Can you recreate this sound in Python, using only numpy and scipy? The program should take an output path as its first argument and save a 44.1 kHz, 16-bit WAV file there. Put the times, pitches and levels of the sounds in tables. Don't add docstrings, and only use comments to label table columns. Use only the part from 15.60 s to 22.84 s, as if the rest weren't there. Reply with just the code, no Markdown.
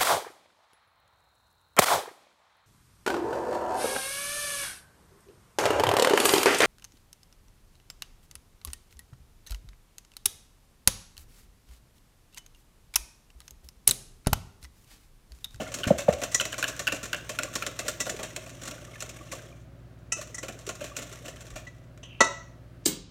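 import sys
import numpy as np
from scipy import signal
from scipy.fft import rfft, irfft
from scipy.io import wavfile

SR = 44100
rng = np.random.default_rng(int(sys.argv[2]) if len(sys.argv) > 2 else 0)


def wav_out(sig):
    wavfile.write(sys.argv[1], SR, np.round(np.clip(np.atleast_2d(sig).T, -1, 1) * 32767).astype(np.int16))


N = 319265

# start_s, level_db
EFFORT_CURVE = [(0.0, -47.5), (0.54, -55), (0.86, -52.5), (1.77, -52), (2.23, -50), (2.44, -52.5),
                (2.75, -52.5), (3.58, -51.5), (3.75, -53), (3.93, -56), (4.11, -88), (4.56, -77.5),
                (4.7, -58.5), (4.88, -59.5), (5.49, -51), (5.86, -55.5), (6.12, -66.5), (6.3, -82)]
# start_s, pace_turns_per_s
ARM_PACE = [(0, 4.3), (2.3, 4.1), (2.798, 3.58), (3.802, 2.62), (4.901, 3.9), (5.7, 3.16)]
FIRST_PASS_S = 0.14
TURN_SWELL_DB = 1
STOP_S, STOP_FADE_S = 6.4, 0.12

# start_s, length_s (time scale), level_db,
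# bareness_db (+ bare steel, - deep in the filling)
WALL_SWIPES = [(.001, 0.0095, -40.5, -8), (.14, 0.0043, -40, 4.5), (.2, 0.0038, -47.5, -3),
               (.27, 0.006, -35.5, -4.5), (.305, 0.0021, -46.5, -19.5), (.383, 0.0064, -37, 0.5),
               (.482, 0.0062, -38.5, -12), (.525, 0.005, -40, -2.5), (.616, 0.008, -38, -5),
               (.635, 0.0018, -37, 1), (.714, 0.011, -45, 3), (.745, .002, -40, 16.5),
               (.806, 0.0022, -36, 2), (.852, 0.0024, -38.5, 1), (.926, 0.007, -53.5, -10),
               (.98, 0.0067, -38.5, 1.5), (1.078, 0.0046, -39, 2.5), (1.192, 0.005, -38, 1),
               (1.321, 0.003, -36, -2.5), (1.43, 0.0056, -42, 1.5), (1.692, 0.004, -39, -0.5),
               (1.788, .0014, -40, -0.5), (1.833, 0.0011, -40, 3), (1.954, 0.0026, -35.5, 2.5),
               (2.064, .0026, -37, 1), (2.19, 0.0032, -37, 1), (2.253, 0.006, -47.5, -7),
               (2.281, 0.0034, -34, 1.5), (2.402, 0.0036, -36.5, 3.5), (2.465, 0.004, -40, -5),
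               (2.494, 0.0022, -37.5, 0), (2.59, .0058, -43.5, -6), (2.629, .0054, -40, 0.5),
               (2.762, .0016, -40.5, 1), (3.052, 0.0048, -49, 3), (3.075, .0032, -43.5, 1),
               (3.109, .0021, -47.5, -0.5), (3.404, 0.0018, -47.5, 5.5), (3.423, 0.0014, -44, 2),
               (3.718, 0.0045, -42.5, -1), (4.565, .012, -49, -1), (4.613, .003, -46, 1.5),
               (4.828, 0.0057, -42.5, -3), (4.882, 0.0034, -43, -3), (5.065, 0.0044, -47, 2.5),
               (5.09, .0028, -39, -1), (5.206, 0.0072, -43.5, -7.5), (5.239, .006, -44.5, -0.5),
               (5.365, 0.003, -41, 4), (5.384, 0.0051, -44.5, -2), (5.653, 0.0092, -47, -3),
               (5.68, .0036, -46.5, -1.5), (5.956, 0.0099, -44, -3.5), (6.375, 0.00075, -61, -5)]
FILLING_DB, WALL_DB, WIRES_DB, SPRAY_DB = 0.65, 0.4, -0.36, -1.5
SPRAY_BARENESS = 0.49
BRUSH_DB, BRUSH_LENGTH_S, BRUSH_SCATTER_S = -0.5, 0.0031, 0.08
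BRUSH_BARE_DB, BRUSH_SPREAD_DB = 1, 2.5

# peak_s,
# level_db, pitch_hz (settled), half_length_s, glide (rise above the pitch at the peak, 0-1)
FILLING_GULPS = [(.002, -29, 587, 0.0021, 0), (.272, -23.5, 170, 0.0046, 0.3), (.311, -6, 540, 0.004, 0.07),
                 (.489, -7, 495, 0.0043, 0.11), (.496, -20, 600, 0.0043, 0), (.509, -33, 560, 0.0022, 0.16),
                 (.534, -25.5, 590, 0.006, 0.06), (2.547, -33, 385, .005, 0.05),
                 (4.596, -33.5, 590, 0.0064, 0.02), (5.079, -30, 387, 0.0034, 0)]
# peak_s, level_db, pitch_hz (settled),
# half_length_s, glide (rise above the pitch at the peak, 0-1)
FOOT_BUMPS = [(.275, -21, 74, 0.006, 0.23), (.29, -30.5, 120, 0.0084, 0.3), (.313, -13, 171.5, 0.005, 0.12),
              (.33, -36, 70, 0.052, 0.1), (.492, -18.5, 159, 0.0052, .1), (.53, -33.5, 75, 0.032, 0),
              (5.945, -39.5, 42, 0.021, 0.04)]

# start_s, level_db, upper_mode_db (relative to the lower),
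# rebound_db (relative to the knock)
WALL_KNOCKS = [(.234, -29.5, 10.5, -17), (.24, -23, -1, -9), (.799, -20, 6, -5), (.928, -26, -0.5, -2),
               (1.027, -16.5, -2.5, 0), (1.27, -19, -0.5, -4), (1.276, -17.5, 5.5, -31),
               (1.322, -36, 14.5, -20), (1.531, -17, -2.5, -7), (1.788, -18, -1, -18),
               (2.023, -22.5, -0.5, -11)]
REBOUND_S, TICK_DB = 0.014, -20

# start_s, ring_db, best_excited_hz,
# focus_db_per_octave, wire_ring_db, crack_db, ring_time_factor
STEEL_STRIKES = [(0.744, -24, 1960, 58, -18, -27, 0.43), (2.404, -33, 1970, 27.5, -23, -58, .6),
                 (4.52, -14.5, 2650, 40, -16.5, -35.5, 0.52), (4.522, -31, 1320, 66.5, -33, -64, .6),
                 (4.744, -36.5, 1980, 16, -27, -53, 0.23), (4.781, -34.5, 1960, 9, -27.5, -39.5, 0.23),
                 (6.068, -37, 2100, 20, -57, -47, 0.49), (6.430, -57, 2800, 13, -51.5, -44.5, .6),
                 (6.452, -52, 2800, 21.5, -55.5, -57, .6), (6.605, -12.5, 1600, 5.5, -16.5, -12.5, 0.91),
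                 (6.638, -27.5, 2006, 9, -25.5, -44.5, 1.0)]
# pitch_hz, level_db, t60_s (before the ring time factor)
BOWL_MODES = [(372, -1, .16), (566, -8, .25), (673, -8, .3), (899, -5, .22), (991, -8, .16),
              (1125, -13, .22), (1240, -10, .22), (1324, -1, .15), (1495, -14, .15), (1961, 2, .16),
              (1982, -10, .22), (2540, -12, .14), (2620, -12, .17), (2877, -14, .19), (3031, -16, .19),
              (3607, -18, .25), (3818, -10, .24), (4350, -9, .17)]
# pitch_hz, level_db, t60_s (before the ring time factor)
WIRE_MODES = [(5315, -11, .2), (5696, -7, .2), (5754, -5, .25), (6035, -13, .4), (6200, -1, .3),
              (6324, -3, .3), (6630, -6, .18), (6750, -10, .27), (7063, -11, .16), (7154, -9, .15),
              (7413, -12, .12), (7823, -12, .17), (8585, -11, .11)]

# start_s, level_db, rasp_pitch_hz
RIM_SLIDE = [(6.43, -46.5, 2950), (6.479, -57, 3020), (6.52, -52.5, 2850), (6.55, -54, 2710),
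             (6.58, -58, 2830), (6.605, -49.5, 2800)]

# frequency_hz, gain_db
FILLING_COLOUR = [(60, -24.5), (160, -16), (250, -6), (380, -7.5), (470, -10), (600, 1), (700, -4),
                  (820, -24), (1200, -21.5), (4000, -61)]
# frequency_hz, gain_db
WALL_COLOUR = [(600, -38.5), (880, -10), (1050, -2.5), (1550, -0.5), (2200, -4.5), (2700, 0.5),
               (3200, -5.5), (4000, -24.5), (8000, -44.5)]
# frequency_hz, gain_db
WIRE_COLOUR = [(3000, -27), (4900, -18.5), (5700, -4), (6400, -8), (7200, -2), (8300, -11), (9500, -16),
               (12000, -35.5)]
# frequency_hz, gain_db
SPRAY_COLOUR = [(1500, -33.5), (2800, -12.5), (3500, 2.5), (4300, 0), (4900, -4.5), (6500, -0.5),
                (9000, -8), (10300, -11.5), (12000, -8), (16000, -18)]
# frequency_hz, gain_db
SQUELCH_COLOUR = [(500, -43), (850, -5.5), (1200, 3.5), (1610, -0.5), (1750, 2), (2600, -0.5), (2940, 0.5),
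                  (3580, -1.5), (4920, -11), (5700, -0.5), (6940, -2.5), (9550, -9), (10300, -14),
                  (15000, -15.5), (16000, -38)]
# frequency_hz, gain_db
CRACK_COLOUR = [(60, -17.5), (200, -6), (370, 3.5), (520, -4), (700, 3), (800, -13.5), (980, -0.5),
                (1400, -16), (1900, -0.5), (2300, -15), (4000, -9.5), (4900, -17.5), (6200, -1.5),
                (8500, -17.5), (10500, -38), (16000, -45.5)]
# frequency_hz, gain_db
AIR_COLOUR = [(15, -38), (50, 7.5), (150, 1.5), (300, -3), (430, -9.5), (570, 0.5), (700, -5), (840, -14.5),
              (1300, -11.5), (3000, -21.5), (8000, -31), (16000, -35)]
AIR_DB = -56

# pitch_hz, level_db (RMS)
MAINS_HUM = [(60, -55.5), (120, -52.5)]
# shaft_multiple, level_db (RMS)
COMPRESSOR_ORDERS = [(2, -71), (6, -58), (8, -71), (9, -61), (10, -62), (14, -69), (15, -67), (16, -68),
                     (20, -68), (22, -70)]
COMPRESSOR_HZ = 17.1
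# frequency_hz, t60_s
ROOM_DECAY = [(150, 0.27), (600, 0.5), (2500, 0.5), (6500, 0.49), (10000, 0.24), (15000, 0.6)]
EDGE_HZ = 16300


def amp(db):
    return 10 ** (np.asarray(db) / 20)


def evened(x):
    return x / np.sqrt(np.mean(x ** 2) + 1e-20)


def read(points, hz):
    f, value = np.transpose(points)
    return np.interp(np.log(hz + 1), np.log(f + 1), value)


def add(mix, s, sound):
    start = round(s * SR)
    sound = sound[max(-start, 0):]
    part = mix[max(start, 0):][:len(sound)]
    part += sound[:len(part)]


def clock(size):
    return np.arange(size) / SR


def colour(points, ripple_db=0, size=2048):
    hz = abs(np.fft.fftfreq(size, 1 / SR))
    grid_hz = np.arange(0, SR, 200)
    ripple = np.interp(hz, grid_hz, rng.standard_normal(len(grid_hz)))
    log_gain = np.log(amp(read(points, hz) + ripple_db * ripple))
    minimum_phase = np.exp(np.conj(signal.hilbert(log_gain)))
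    return np.fft.ifft(minimum_phase).real[:size // 2]


def burst(drive, response, db):
    sound = signal.fftconvolve(drive, response)
    return amp(db) * sound * np.sqrt(SR / 50 / np.sum(sound ** 2))


def grit(size, spread_db):
    unevenness = np.minimum(rng.exponential(1, size), 4)
    return rng.standard_normal(size) * amp(spread_db * unevenness)


def sparse(size, share):
    return rng.standard_normal(size) * (rng.random(size) < share)


def clumps(size, step, spread_db):
    where = np.arange(size) / max(step, 1)
    return amp(spread_db * np.interp(where, np.arange(size), rng.standard_normal(size)))


def dead_mode(t, hz, rise):
    return t / rise * np.exp(1 - t / rise) * np.sin(2 * np.pi * hz * t)


def ring(modes, t, tilt_db, damping):
    hz, db, t60 = np.transpose(modes)[:, :, None]
    phase = rng.random(hz.shape)
    level_db = db + tilt_db - 60 * t / (t60 * damping)
    return np.sum(amp(level_db) * np.sin(2 * np.pi * (hz * t + phase)), 0)


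def blips(rows):
    out = np.zeros(N)
    for s, db, hz, length, glide in rows:
        u = np.arange(-2.5 * length, 2.5 * length, 1 / SR) / length
        cycles = hz * length * (u - glide * np.exp(-1.5 * u) / 1.5)
        tone = np.exp(-u ** 2) * np.sin(2 * np.pi * cycles)
        add(out, s + u[0] * length, amp(db) * tone)
    return out


def turns():
    count = np.cumsum(np.interp(clock(N), *np.transpose(ARM_PACE))) / SR
    return count - np.interp(FIRST_PASS_S, clock(N), count)


def effort(t):
    return np.interp(t, *np.transpose(EFFORT_CURVE))


def bubbles(low_hz, high_hz, per_second, cycles, count=24):
    out, t = np.zeros(N), clock(size=1500)
    pitches = np.geomspace(low_hz, high_hz, count)
    pops = [dead_mode(t, hz, cycles / hz) for hz in pitches]
    for when, kind, size in rng.random((3000, 3))[:int(per_second * N / SR)]:
        add(out, when * N / SR, amp(20 * size ** 2) * pops[int(kind * count)])
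    return evened(out)


def squelch():
    t = clock(N)
    films = grit(N, spread_db=6) * clumps(N, step=300, spread_db=3.8)
    crackle = evened(signal.oaconvolve(films, colour(SQUELCH_COLOUR))[:N])
    stirring = grit(N, spread_db=2.0) * clumps(N, step=300, spread_db=5.5)
    churn = evened(signal.oaconvolve(stirring, colour(FILLING_COLOUR))[:N])
    small_bubbles = bubbles(low_hz=1154, high_hz=3800, per_second=58, cycles=4.5)
    large_bubbles = bubbles(low_hz=251.3, high_hz=640, per_second=65, cycles=2.6)
    treble = amp(-1.7) * crackle + amp(-8.5) * small_bubbles
    body = amp(-3.0) * churn + amp(-5) * large_bubbles
    moving = np.clip((STOP_S - t) / STOP_FADE_S, 0, 1)
    swell_db = TURN_SWELL_DB * np.cos(2 * np.pi * turns())
    return moving * amp(effort(t) + swell_db) * (treble + body)


def background():
    hz, t = np.fft.rfftfreq(N, 1 / SR), clock(N)
    air = evened(irfft(rfft(rng.standard_normal(N)) * amp(read(AIR_COLOUR, hz)), N))
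    lines = MAINS_HUM + [(multiple * COMPRESSOR_HZ, db) for multiple, db in COMPRESSOR_ORDERS]
    hum = np.zeros(N)
    for f, db in lines:
        hum += amp(db) * np.sqrt(2) * np.sin(2 * np.pi * (f * t + rng.random()))
    return amp(AIR_DB) * air + hum


def swipes(rows):
    out, t = np.zeros(N), clock(size=3000)
    for s, length, db, bare_db in rows:
        wall, filling = (colour(points, ripple_db=3) for points in (WALL_COLOUR, FILLING_COLOUR))
        wires, spray = (colour(points, ripple_db=1) for points in (WIRE_COLOUR, SPRAY_COLOUR))
        u = t / max(length, 1e-3)
        stroke = (1 - np.exp(-u / 0.29)) * np.exp(-(u / 2.4) ** 0.78)
        stroke *= clumps(len(t), step=44, spread_db=2)
        slips = grit(len(t), spread_db=3) * stroke
        films = (sparse(len(t), share=0.025) + 0.061 * rng.standard_normal(len(t))) * stroke
        push = grit(len(t), spread_db=1.0) * (1 - np.exp(-t / 0.0063)) * np.exp(-t / 0.014)
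        add(out, s, burst(push, filling, db + FILLING_DB - bare_db))
        add(out, s, burst(slips, wall, db + WALL_DB))
        add(out, s, burst(slips, wires, db + WIRES_DB + bare_db))
        add(out, s, burst(films, spray, db + SPRAY_DB + SPRAY_BARENESS * bare_db))
    return out


def gulps():
    return blips(FILLING_GULPS)


def brushes(count=3):
    pass_times = np.flatnonzero(np.diff(np.floor(turns()))) / SR
    passes = np.repeat(pass_times, count)
    when, size, bare = rng.standard_normal((len(passes), 3)).T
    times = passes + BRUSH_SCATTER_S * when
    levels_db = effort(times) + BRUSH_DB + BRUSH_SPREAD_DB * size
    bareness_db = BRUSH_BARE_DB + BRUSH_SPREAD_DB * bare
    rows = zip(times, levels_db, bareness_db)
    return swipes([(s, BRUSH_LENGTH_S, db, bare_db) for s, db, bare_db in rows if 0 < s < STOP_S])


def knock(db, upper_db):
    t = clock(size=1024)
    lower, upper = 1 + 0.06 * rng.standard_normal(2)
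    tick = (sparse(len(t), share=0.072) + 0.06 * rng.standard_normal(len(t))) * np.exp(-t / 0.0031)
    rattle = grit(len(t), spread_db=3.5) * np.sin(np.pi * t / t[-1])
    sound = burst(tick, colour(SPRAY_COLOUR), TICK_DB)
    sound += burst(rattle, colour(FILLING_COLOUR), -25.5)
    sound += burst(rattle * np.exp(-t / 0.0087), colour(WALL_COLOUR, ripple_db=0.5), -19.0)
    add(sound, 0, amp(-3.0) * dead_mode(t, hz=1540 * lower, rise=0.0017))
    add(sound, 0, amp(upper_db - 2.5) * dead_mode(t, hz=2720 * upper, rise=0.0012))
    return amp(db) * sound


def knocks():
    out = np.zeros(N)
    for s, db, upper_db, rebound_db in WALL_KNOCKS:
        add(out, s, knock(db, upper_db))
        add(out, s + REBOUND_S, knock(db + rebound_db, upper_db))
    return out


def bumps():
    return blips(FOOT_BUMPS)


def strikes():
    out, t = np.zeros(N), clock(size=22000)
    crack, wires = colour(CRACK_COLOUR), colour(WIRE_COLOUR)
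    mode_hz = np.array(BOWL_MODES)[:, :1]
    for s, ring_db, best_hz, focus, wires_db, crack_db, damping in STEEL_STRIKES:
        swing = (1 - np.exp(-t / 0.002)) * (0.23 + 1.02 * np.exp(-t / 0.031))
        tilt_db = -focus * abs(np.log2(mode_hz / best_hz))
        bowl = amp(ring_db + 0.5) * ring(BOWL_MODES, t, tilt_db, damping)
        whisk = amp(wires_db - 10.5) * ring(WIRE_MODES, t, 0, damping)
        add(out, s, swing * (bowl + whisk))
        chatter = grit(len(t), spread_db=2.0) * (1 - np.exp(-t / 0.0027)) ** 2 * np.exp(-t / 0.007)
        add(out, s, burst(chatter, crack, crack_db - 5.5))
        add(out, s, burst(chatter, wires, wires_db - 13))
    return out


def slide():
    s, db, hz = np.transpose(RIM_SLIDE)
    t, out = np.arange(s[0], s[-1], 1 / SR), np.zeros(N)
    smooth = signal.butter(2, 260, fs=SR)
    noise = rng.standard_normal(len(t)) + 1j * rng.standard_normal(len(t))
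    rasp = signal.lfilter(*smooth, noise)
    cycles = np.cumsum(np.interp(t, s, hz)) / SR
    rasp = (rasp * np.exp(2j * np.pi * cycles)).real
    add(out, s[0], amp(np.interp(t, s, db)) * evened(rasp))
    return out


def kitchen(x, near_db=-9, tail_db=-11):
    t = clock(size=26000)
    near = grit(len(t), spread_db=2.5) * (t > 0.003) * np.exp(-t / 0.003)
    hz, when, z = signal.stft(rng.standard_normal(len(t)), SR, nperseg=256)
    decay = amp(-60 * when / read(ROOM_DECAY, hz)[:, None])
    tail = signal.istft(z * decay, SR, nperseg=256)[1][:len(t)]
    tail *= np.clip(t / 0.014 - 0.5, 0, 1)
    response = amp(near_db) * near / np.linalg.norm(near) + amp(tail_db) * tail / np.linalg.norm(tail)
    return signal.oaconvolve(x, response)[:N]


def scene():
    whisk = squelch() + swipes(WALL_SWIPES) + brushes() + knocks() + strikes() + slide()
    thuds = gulps() + bumps()
    echoes = kitchen(whisk + amp(-3.5) * thuds)
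    return (whisk + thuds + echoes + background())[None]


def record(dry):
    low_pass = signal.firwin(255, EDGE_HZ, window=("kaiser", 9), fs=SR)
    return signal.oaconvolve(dry, low_pass[None], "same")


dry = scene()
out = record(dry)
wav_out(out)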